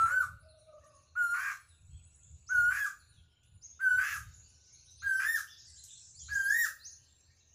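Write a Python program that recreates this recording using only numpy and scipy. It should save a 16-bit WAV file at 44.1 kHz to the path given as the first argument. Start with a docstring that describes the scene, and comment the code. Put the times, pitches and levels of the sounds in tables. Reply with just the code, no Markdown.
"""A koel calling across a yard

A koel calls six times, each call higher: a pure whistle that breaks into a rasp, arches and drops. Its voice
organ gives a clean tone when it vibrates steadily, and rasps and hisses when pushed too hard. Behind it small
birds sweep, chip and chatter, insects trill, and a rooster crows far off. Walls and trees echo them; light wind
rumbles on the microphone."""
import sys
import numpy as np
from scipy import signal
from scipy.fft import rfft, irfft
from scipy.io import wavfile

SR = 44100
rng = np.random.default_rng(int(sys.argv[2]) if len(sys.argv) > 2 else 0)


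def unload_wav(signal):
    """Save mono or channel-first audio to the path in sys.argv[1] as 16-bit WAV at rate SR, clipped to [-1, 1]."""
    wavfile.write(
        sys.argv[1],
        SR,
        np.round(np.clip(np.atleast_2d(signal).T, -1, 1) * 32767).astype(np.int16),
    )


N = 332514
TIME = np.arange(N) / SR

# Shapes of three bird notes. Each row: seconds from the note's time, pitch multiplier, level change in dB.
FALL_SHAPE = [(-.012, 1.05, -28), (0, 1, -10.5), (.025, .93, -11.5), (.055, .77, -32)]  # a falling chirp
CHIP_SHAPE = [(-.012, 0.81, -23.5), (0, .95, -1.5), (.018, 1.03, 3), (0.036, 1, -13), (.05, 1, -28)]  # a thin chip
TSIP_SHAPE = [(-.03, 0.67, -29), (-.016, .82, -9.5), (-.006, .93, -3.5), (0, 1, 1), (.012, 1.01, 3.5),
              (.03, .9, -20), (.045, 0.7, -22)]  # a sharp "tsip" that rises, then dips


def undb(db):
    """Turn decibels into a volume multiplier."""
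    return 10 ** (np.asarray(db) / 20)


def unit(x):
    """Scale a signal to an average power of 1."""
    return x / np.sqrt(np.mean(x ** 2))


def colour(x, points):
    """Shape the lows and highs of a sound along (Hz, dB) points; the result has power 1."""
    hz, db = np.transpose(points)
    bins = np.maximum(np.fft.rfftfreq(len(x), 1 / SR), 1)
    gain = undb(np.interp(np.log(bins), np.log(hz), db))
    return unit(irfft(rfft(x) * gain, len(x)))


def wander(count, rate_hz):
    """A smooth random wobble of typical size 1, mostly slower than rate_hz."""
    bins = np.fft.rfftfreq(count, 1 / SR)
    return unit(irfft(rfft(rng.standard_normal(count)) * np.exp(-(bins / rate_hz) ** 2), count))


def follow(table):
    """Return the times a table spans, and its other columns joined by straight lines."""
    s, *columns = np.transpose(table)
    t = np.arange(s[0], s[-1], 1 / SR)
    return [t] + [np.interp(t, s, c) for c in columns]


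def phase_of(hz):
    """How far a vibration of changing pitch has turned; one cycle is 2 pi."""
    return 2 * np.pi * np.cumsum(hz) / SR


def sine(phase):
    """A pure tone of power 1."""
    return np.sqrt(2) * np.sin(phase)


def add(out, start, x):
    """Mix a sound in at its start time, with softened ends."""
    x = x * signal.windows.tukey(len(x), min(1, SR / 200 / len(x)))
    at = int(start * SR) + np.arange(len(x))
    inside = (at >= 0) & (at < N)
    out[at[inside]] += x[inside]


def echoes(x, t60, build_s, treble_db, patchy):
    """Up to a second of echoes off walls and leaves: they build, then fade 60 dB per t60 seconds."""
    t = TIME[:SR]
    scatter = rng.standard_normal(SR) * np.exp(patchy * wander(SR, 300))
    tail = colour(scatter, [(2000, 0), (12000, treble_db)])
    tail = tail * (1 - np.exp(-t / build_s)) * undb(-60 * t / t60)
    return signal.fftconvolve(x, tail / np.sqrt(np.sum(tail ** 2)))[:N]


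def background_hiss(sway_db=1.2, flicker_db=4):
    """A faint background hiss, with a watery flicker added to its treble in narrow bands."""
    # The tone of the hiss. Each row: frequency in Hz, relative level in dB.
    hiss_colour = [(120, -22), (200, -3.5), (500, -8.5), (1000, -12.5), (2000, -18), (2700, -5),
                   (3200, -19), (4000, -9), (5200, -27), (6600, -24), (8300, -29.5), (9800, -17),
                   (12000, -34.5), (15400, -36.5)]
    hiss = colour(rng.standard_normal(N), hiss_colour) * undb(-78 + sway_db * wander(N, 1.8))
    spectrum, hz = rfft(hiss), np.fft.rfftfreq(N, 1 / SR)
    band = np.searchsorted(np.geomspace(1400, 8000, 14), hz)
    out = irfft(spectrum * (band == 0), N)
    for k in range(1, band.max() + 1):
        out += irfft(spectrum * (band == k), N) * undb(flicker_db * (wander(N, 25) - .5))
    return out


def wind(breeze_db=-68.5, sway_db=1.5):
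    """A swaying breeze and short gusts rumble on the microphone."""
    # The tone of the rumble. Each row: frequency in Hz, relative level in dB.
    rumble_colour = [(20, -21), (35, -21.5), (62, -7.5), (78, 1), (100, -8.5), (122, -9), (150, -17),
                     (180, -23.5), (230, -37), (400, -68)]
    # Each row: strongest moment in seconds, length in seconds, level in dB.
    gusts = [(0.029, .1, -48), (0.313, .16, -51), (1.942, .16, -51), (2.325, .12, -53.5), (2.639, .16, -50),
             (3.191, .1, -58.5), (3.555, .1, -56.5), (3.977, .08, -55.5), (4.263, .16, -49.5),
             (5.048, .1, -57), (6.339, .18, -53.5)]
    breeze = undb(breeze_db + sway_db * wander(N, 7))
    gust_power = sum(undb(db) ** 2 / (1 + (2 * (TIME - s) / length) ** 2) ** 2 for s, length, db in gusts)
    return colour(rng.standard_normal(N), rumble_colour) * np.sqrt(breeze ** 2 + gust_power)


def chirps(notes, shape, waver):
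    """A bird's gliding whistle, never quite the same, for each (seconds, Hz, dB) note."""
    out = np.zeros(N)
    t, glide, shape_db = follow(shape)
    for s, hz, db in notes:
        pitch = hz * glide * (1 + waver * wander(len(t), 250))
        add(out, s + t[0], sine(phase_of(pitch)) * undb(db + shape_db))
    return out


def far_calls(low_hz=1485.5, high_hz=4677.6, level_db=-80.5):
    """Short notes of larger birds far off, heard only through their echoes."""
    notes = [(when * N / SR, low_hz + (high_hz - low_hz) * height, 4.5 * np.log(strength))
             for when, height, strength in rng.random((70, 3))]
    voices = chirps(notes, CHIP_SHAPE, waver=.015)
    return unit(echoes(voices, t60=.6, build_s=.012, treble_db=-6.5, patchy=.2)) * undb(level_db)


def flock(quiet_db=-81, swell_db=20.5, loudest_s=5.6, swell_s=1.4):
    """Far small birds twitter at random, blurred by the trees; the sound swells once and calms again."""
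    rising, falling = ([(when * N / SR, 3000 + 3800 * np.sqrt(height), 3 * np.log(strength))
                        for when, height, strength in rng.random((160, 3))] for _ in range(2))
    voices = chirps(rising, TSIP_SHAPE, waver=.041) + chirps(falling, FALL_SHAPE, waver=.04)
    db = quiet_db + swell_db * np.exp(-((TIME - loudest_s) / swell_s) ** 2)
    return unit(echoes(voices, t60=.41, build_s=.0042, treble_db=-12.5, patchy=.18)) * undb(db)


def hoots():
    """Two faint, low whistles far away."""
    # Each row: time in seconds, pitch in Hz, relative level in dB.
    notes = [(6.714, 600.6, -71.5), (6.754, 642.2, -92.5)]
    # One hoot. Each row: seconds from its peak, pitch multiplier, level change in dB.
    shape = [(-.025, 0.8594, -24), (0, 1, -10), (.015, .98, -34)]
    return chirps(notes, shape, waver=.027276)


def rooster(edge_s=.049):
    """A hoarse three-note crow, the last long and sagging; distance leaves only its two lowest tones."""
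    # Each row: start and length in seconds, pitch and its sag in Hz, relative level in dB,
    # fade in dB, level of the octave above against the main tone in dB.
    notes = [(0.071, 0.12734, 568, 2.5, -75, 1, -21), (.41, 0.24176, 633.5, 32, -77, 6.5, -20.5),
             (0.657, 0.36, 614.6, 77.5, -65, 33, -16)]
    out = np.zeros(N)
    for start, length, hz, sag_hz, db, fade_db, octave_db in notes:
        t = TIME[:int(length * SR)]
        share = t / length
        phase = phase_of((hz - sag_hz * share ** 2) * (1 + .028 * wander(len(t), 90)))
        soft_ends = np.minimum(np.minimum(t, length - t) / edge_s, 1)
        volume = soft_ends * undb(db + 3 * wander(len(t), 20))
        tone = undb(-fade_db * share) * sine(phase)
        octave = undb(octave_db - .16 * fade_db * share) * sine(2 * phase)
        add(out, start, volume * (tone + octave))
    return out


def ticks(rise_s=.0052, t60=.1921):
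    """Small dry snaps: bursts of bright noise that die quickly."""
    # Each row: time in seconds, relative level in dB.
    snaps = [(0.8444, -66), (3.4331, -66), (4.6563, -70), (4.9062, -60), (5.8396, -42)]
    out, t = np.zeros(N), TIME[:SR // 10]
    volume = np.minimum(t / rise_s, 1) ** 2 * undb(-6.5 - 60 * t / t60)
    for s, db in snaps:
        snap = colour(rng.standard_normal(len(t)), [(2000, -18.5), (6500, 21), (15000, .5)])
        add(out, s - rise_s, snap * volume * undb(db))
    return out


def insect_trills(pulses_per_s=49, swell_share=.42, edge_db=-14):
    """Fast runs of falling notes swell and fade: insects' trills, and near 6 s a small bird's chatter; the
    wider the fall, the more ragged pitch and pace."""
    # Each row: loudest moment and length in seconds, middle pitch in Hz,
    # swing above and below that pitch in Hz, relative level in dB.
    trills = [(0.876, 0.3856, 6501, 717.7, -75.5), (1.901, 1.3452, 7896, 100, -73.5),
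              (2.197, 1.2683, 6998, 791.1, -72), (2.85, 0.5168, 7006, 295.3, -75),
              (3.608, .9, 7046, 200.8, -81), (4.332, 0.771, 6829, 893.8, -69.5),
              (5.875, .55, 7587, 1313, -59), (6.088, 0.5604, 7092, 999, -60.5),
              (7.117, 0.24212, 7456, 151.7, -73.5), (7.48, 0.3895, 6408, 790, -75)]
    out = np.zeros(N)
    for loudest, length, hz, swing_hz, db in trills:
        start = loudest - swell_share * length
        t, swell_db = follow([(start, edge_db), (loudest, 0), (start + length, edge_db)])
        pace = pulses_per_s * np.exp((.04 + .0003 * swing_hz) * wander(len(t), 30))
        beat = np.cumsum(pace) / SR % 1  # runs from 0 to 1 in each pulse
        middle_hz = hz * (1 + .0052 * wander(len(t), 310))
        pitch = middle_hz + swing_hz * (1 - 2 * beat + .11 * wander(len(t), 160))
        pulses = sine(phase_of(pitch)) * np.sin(np.pi * beat) ** 2
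        add(out, start, pulses * undb(db + 10 + swell_db + 4.9 * wander(len(t), 28)))
    return out


def small_birds():
    """Small birds whistle rising sweeps, sharp tsips and falling chirps."""
    # Three kinds of note. Each row: time in seconds, pitch in Hz, relative level in dB.
    sweeps = [(4.565, 5622, -71), (4.65, 5740, -61.5), (4.815, 6000, -60.5), (5.005, 6400, -53),
              (5.765, 7127, -52.5), (6.205, 6816, -44.5), (6.345, 6934, -40.5), (6.508, 6823, -38.5),
              (6.856, 6296, -42)]
    tsips = [(2.492, 6403, -45.5), (3.641, 6509, -46.5), (4.736, 6428, -54.5), (4.912, 6302, -56.5)]
    falls = [(.49, 4360, -52), (.61, 4258, -57), (1.7, 4030, -57.5), (3.0, 4425, -55.5),
             (3.11, 4189, -57.5), (3.17, 3500, -58), (5.51, 5330, -44.5), (5.585, 5489, -42.5),
             (5.66, 4814, -45.5), (5.955, 3690, -59), (6.015, 5430, -56), (6.2, 3457, -51.5)]
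    # One sweep. Each row: seconds from its steep climb, pitch multiplier, level change in dB.
    sweep_shape = [(-.07, .58, -35), (-.05, .63, -15), (-.025, .7, -11), (-.012, .79, -9), (0, .95, 0),
                   (.02, 1.05, -2), (.045, 1.06, -18)]
    return (chirps(sweeps, sweep_shape, waver=.022) + chirps(tsips, TSIP_SHAPE, waver=.021)
            + chirps(falls, FALL_SHAPE, waver=.025))


def chips(first_hz=10000, later_hz=9600.6, scatter=.026):
    """Thin high chips in twos and threes; the first of each group is softer and usually higher."""
    # Each row: start in seconds, spacing in seconds, number of chips, relative level in dB.
    groups = [(.4, 0.09458, 3, -66), (.865, 0.08111, 2, -68.5), (1.6, 0.08665, 2, -63.5),
              (2.06, 0.08706, 2, -68), (2.99, 0.10004, 2, -65.5), (3.45, 0.09425, 2, -70.5),
              (4.35, 0.13552, 2, -69), (4.73, .118, 3, -67), (5.68, .1, 2, -65.5), (6.15, 0.07753, 2, -66),
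              (6.83, 0.07525, 2, -65)]
    notes = [(start + k * spacing, later_hz if k else first_hz, db if k else db - 1.5)
             for start, spacing, count, db in groups for k in range(count)]
    notes = [(s, hz * (1 + scatter * rng.standard_normal()), db) for s, hz, db in notes]
    return chirps(notes, CHIP_SHAPE, waver=.026)


def koel_effort(age, length, attack_s, held_hz, top_hz, held_db, arch_db,
                break_at, broken_for, broken_rasp_db, strain_db):
    """Tension in the voice sets the pitch; whistle, rasp and treble change level through the call."""
    # Each row: share of the call gone by, tension (0 at the held pitch, 1 at the top pitch).
    tension_curve = [(0, -.5), (.03, .08), (.07, .33), (.2, .08), (.35, 0), (.48, .1), (.58, .45),
                     (.68, .87), (.78, 0.99195), (.86, .75), (.9, .3), (.945, -.7), (1, -1.1)]
    share = age / length
    hz = held_hz + (top_hz - held_hz) * np.interp(share, *np.transpose(tension_curve))
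    # Each stage of the call is 0 when absent and 1 at its fullest.
    catch_s, break_s, mend_s, slack_s = .017, .016, .029, .047
    catch = (age / catch_s * np.exp(1 - age / catch_s)) ** 2
    broken = np.clip(np.minimum((age - break_at) / break_s, (break_at + broken_for - age) / mend_s), 0, 1)
    arch = np.clip((share - .5) / .26, 0, 1)
    strain = np.exp(-((share - .79498) / .24) ** 2)
    slack = np.clip(1 - (length - age) / slack_s, 0, 1)
    whistle_db = held_db + (arch_db - held_db) * arch
    whistle_db -= 31 * np.exp(-age / attack_s) + 8 * broken + 19.5 * slack
    # The voice is rough as it catches, as it goes slack, and while it is broken.
    rasp = undb(-64.5) + undb(-54.5) * catch + undb(-50) * np.sin(np.pi * slack) ** 2
    rasp = np.maximum(rasp, broken * undb(broken_rasp_db - 19.5 * slack ** 2))
    treble_db = -54 - 37 * np.exp(-age / .017) + strain_db * strain - 3.5 * slack
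    return hz, whistle_db, 20 * np.log10(rasp), treble_db


def koel_overtones(phase):
    """Tones at whole multiples of the pitch glide through the resonances of the open beak."""
    # Relative levels in dB at twice the pitch, three times the pitch, and so on.
    levels = [-10.5, -5.5, -12, -7, -6, -1, -3.5, -6.5, -12, -14]
    # The beak's resonances. Each row: frequency in Hz, boost or cut in dB.
    beak = [(3000, 1.5), (4500, -3), (5400, -5.5), (6300, 5.5), (7200, 7.5), (9000, -4.5), (11000, 1.5),
            (12800, -11), (14500, 0.5)]
    edge = phase + .11 * wander(len(phase), 290)  # each cycle's closing is less steady than the tone
    tones = sum(undb(db + 4 * wander(len(phase), 40)) * sine(k * edge) for k, db in enumerate(levels, 2))
    return colour(tones, beak)


def koel_rasp(hz, phase, rough, jitter=.17, shimmer_db=4):
    """Pushed too hard, the voice snaps shut in cycles of uneven length and force."""
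    # The throat's resonances for a 1500 Hz call. Each row: frequency in Hz, boost or cut in dB.
    throat = [(500, -49.5), (750, -15), (880, -21), (1150, 1), (1500, -5), (1800, -5), (2400, -14),
              (2800, -21), (3500, -43.5)]
    count = len(hz)
    cycles = phase_of(hz * (1 + jitter * wander(count, 800))) // (2 * np.pi)
    snaps = np.diff(cycles, prepend=0) * undb(shimmer_db * wander(count, 810))
    tightened = np.array(throat) * [hz.mean() / 1500, 1]  # the throat tightens for higher calls
    # Strong and weak cycles alternate in fits, adding a tone at one and a half times the pitch.
    extra_tone = sine(1.5 * phase + .83 * wander(count, 250)) * undb(-6 + 1.1 * wander(count, 44))
    return undb(-1) * colour(snaps, tightened) + rough * extra_tone


def koel_treble(hz, phase, rough):
    """The overtones dissolve into hiss in the rasp, and as the membrane slackens in the final drop."""
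    # The tone of the hiss. Each row: frequency in Hz, relative level in dB.
    hiss_colour = [(2000, -37.5), (3200, 0), (4500, 3), (6100, 11), (7000, 9.5), (8000, -1.5),
                   (9300, -11.5), (10800, 0), (12500, -4), (14500, -7), (16000, 4)]
    fall_speed = np.maximum(-np.gradient(np.log(hz)) * SR, 0)
    clear = (1 - rough) * np.exp(-(fall_speed / 8.5) ** 2)
    overtones = koel_overtones(phase)
    hiss = colour(rng.standard_normal(len(hz)) * undb(3.5 * wander(len(hz), 300)), hiss_colour)
    return np.sqrt(clear) * undb(-2) * overtones + np.sqrt(1 - clear) * undb(-1) * hiss


def koel():
    """Six calls from the bird's voice organ: a nearly pure whistle, with rasp and treble on top."""
    # Each row: start, length and swell time in seconds; held and top pitch in Hz; whistle level in dB
    # while held and in the arch; seconds until the voice breaks and seconds it stays broken;
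    # rasp level in dB; extra treble at the top in dB.
    calls = [(-.12, 0.37737, .02, 1330, 1523, -26, -28.5, 0.1651, 0.09448, -41.5, 0),
             (1.152, 0.39478, 0.011165, 1393, 1630, -29, -34, 0.17875, 0.24802, -40.5, 2),
             (2.489, 0.4046, 0.013965, 1423, 1707, -26.5, -34.5, 0.20847, 0.11426, -39.5, 5.5),
             (3.792, 0.39564, 0.027395, 1482, 1781, -24.5, -36, 0.18278, 0.17, -38.5, 8.5),
             (5.017, .392, 0.02112, 1540, 1847, -30, -33, 0.16988, 0.08257, -38.5, 13),
             (6.283, 0.40279, 0.02971, 1576, 1906, -30.5, -31, .378, 0.02792, -44, 15.5)]
    out = np.zeros(N)
    for start, length, *settings in calls:
        age = TIME[:int(length * SR)]
        hz, whistle_db, rasp_db, treble_db = koel_effort(age, length, *settings)
        rough = 1 / (1 + undb(whistle_db - rasp_db) ** 2)  # 0 is all whistle, 1 is all rasp
        phase = phase_of(hz * (1 + .00071 * wander(len(age), 120)))
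        phase += .34 * np.sqrt(rough) * wander(len(age), 430)  # roughness smears the tone
        whistle = sine(phase) * undb(whistle_db)
        rasp = koel_rasp(hz, phase, rough) * undb(rasp_db)
        treble = koel_treble(hz, phase, rough) * undb(treble_db)
        fade_out = np.minimum((age[-1] - age) / .015, 1)
        add(out, start, fade_out * (whistle + rasp + treble))
    return out


def scene():
    """The koel is nearest; it and the voices behind it echo off walls and trees."""
    call = koel()
    birds = small_birds() + chips()
    buzz = insect_trills()
    far = rooster() + hoots()
    walls = undb(1) * echoes(call, t60=.19653, build_s=.016, treble_db=4.5, patchy=.1)
    yard = undb(-11) * echoes(call, t60=.48, build_s=.03, treble_db=7, patchy=.4)
    trees = undb(-41) * echoes(call, t60=5.7, build_s=.053, treble_db=9, patchy=.23)
    birds = undb(-5) * birds + undb(-4.5) * echoes(birds, t60=.44, build_s=.0048, treble_db=-5, patchy=.35)
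    buzz = undb(-5) * buzz + undb(-4) * echoes(buzz, t60=.75, build_s=.0064, treble_db=-5, patchy=.3)
    far = undb(12.5) * far + undb(2.5) * echoes(far, t60=.84, build_s=.0038, treble_db=-16.5, patchy=.11)
    background = flock() + far_calls() + ticks() + wind() + background_hiss()
    return (background + far + buzz + birds + call + walls + yard + trees)[None]


def record(dry, top_hz=15300):
    """The very highest treble is cut off steeply."""
    return signal.sosfilt(signal.ellip(10, .2, 80, top_hz, fs=SR, output="sos"), dry)


dry = scene()
out = record(dry)
unload_wav(out)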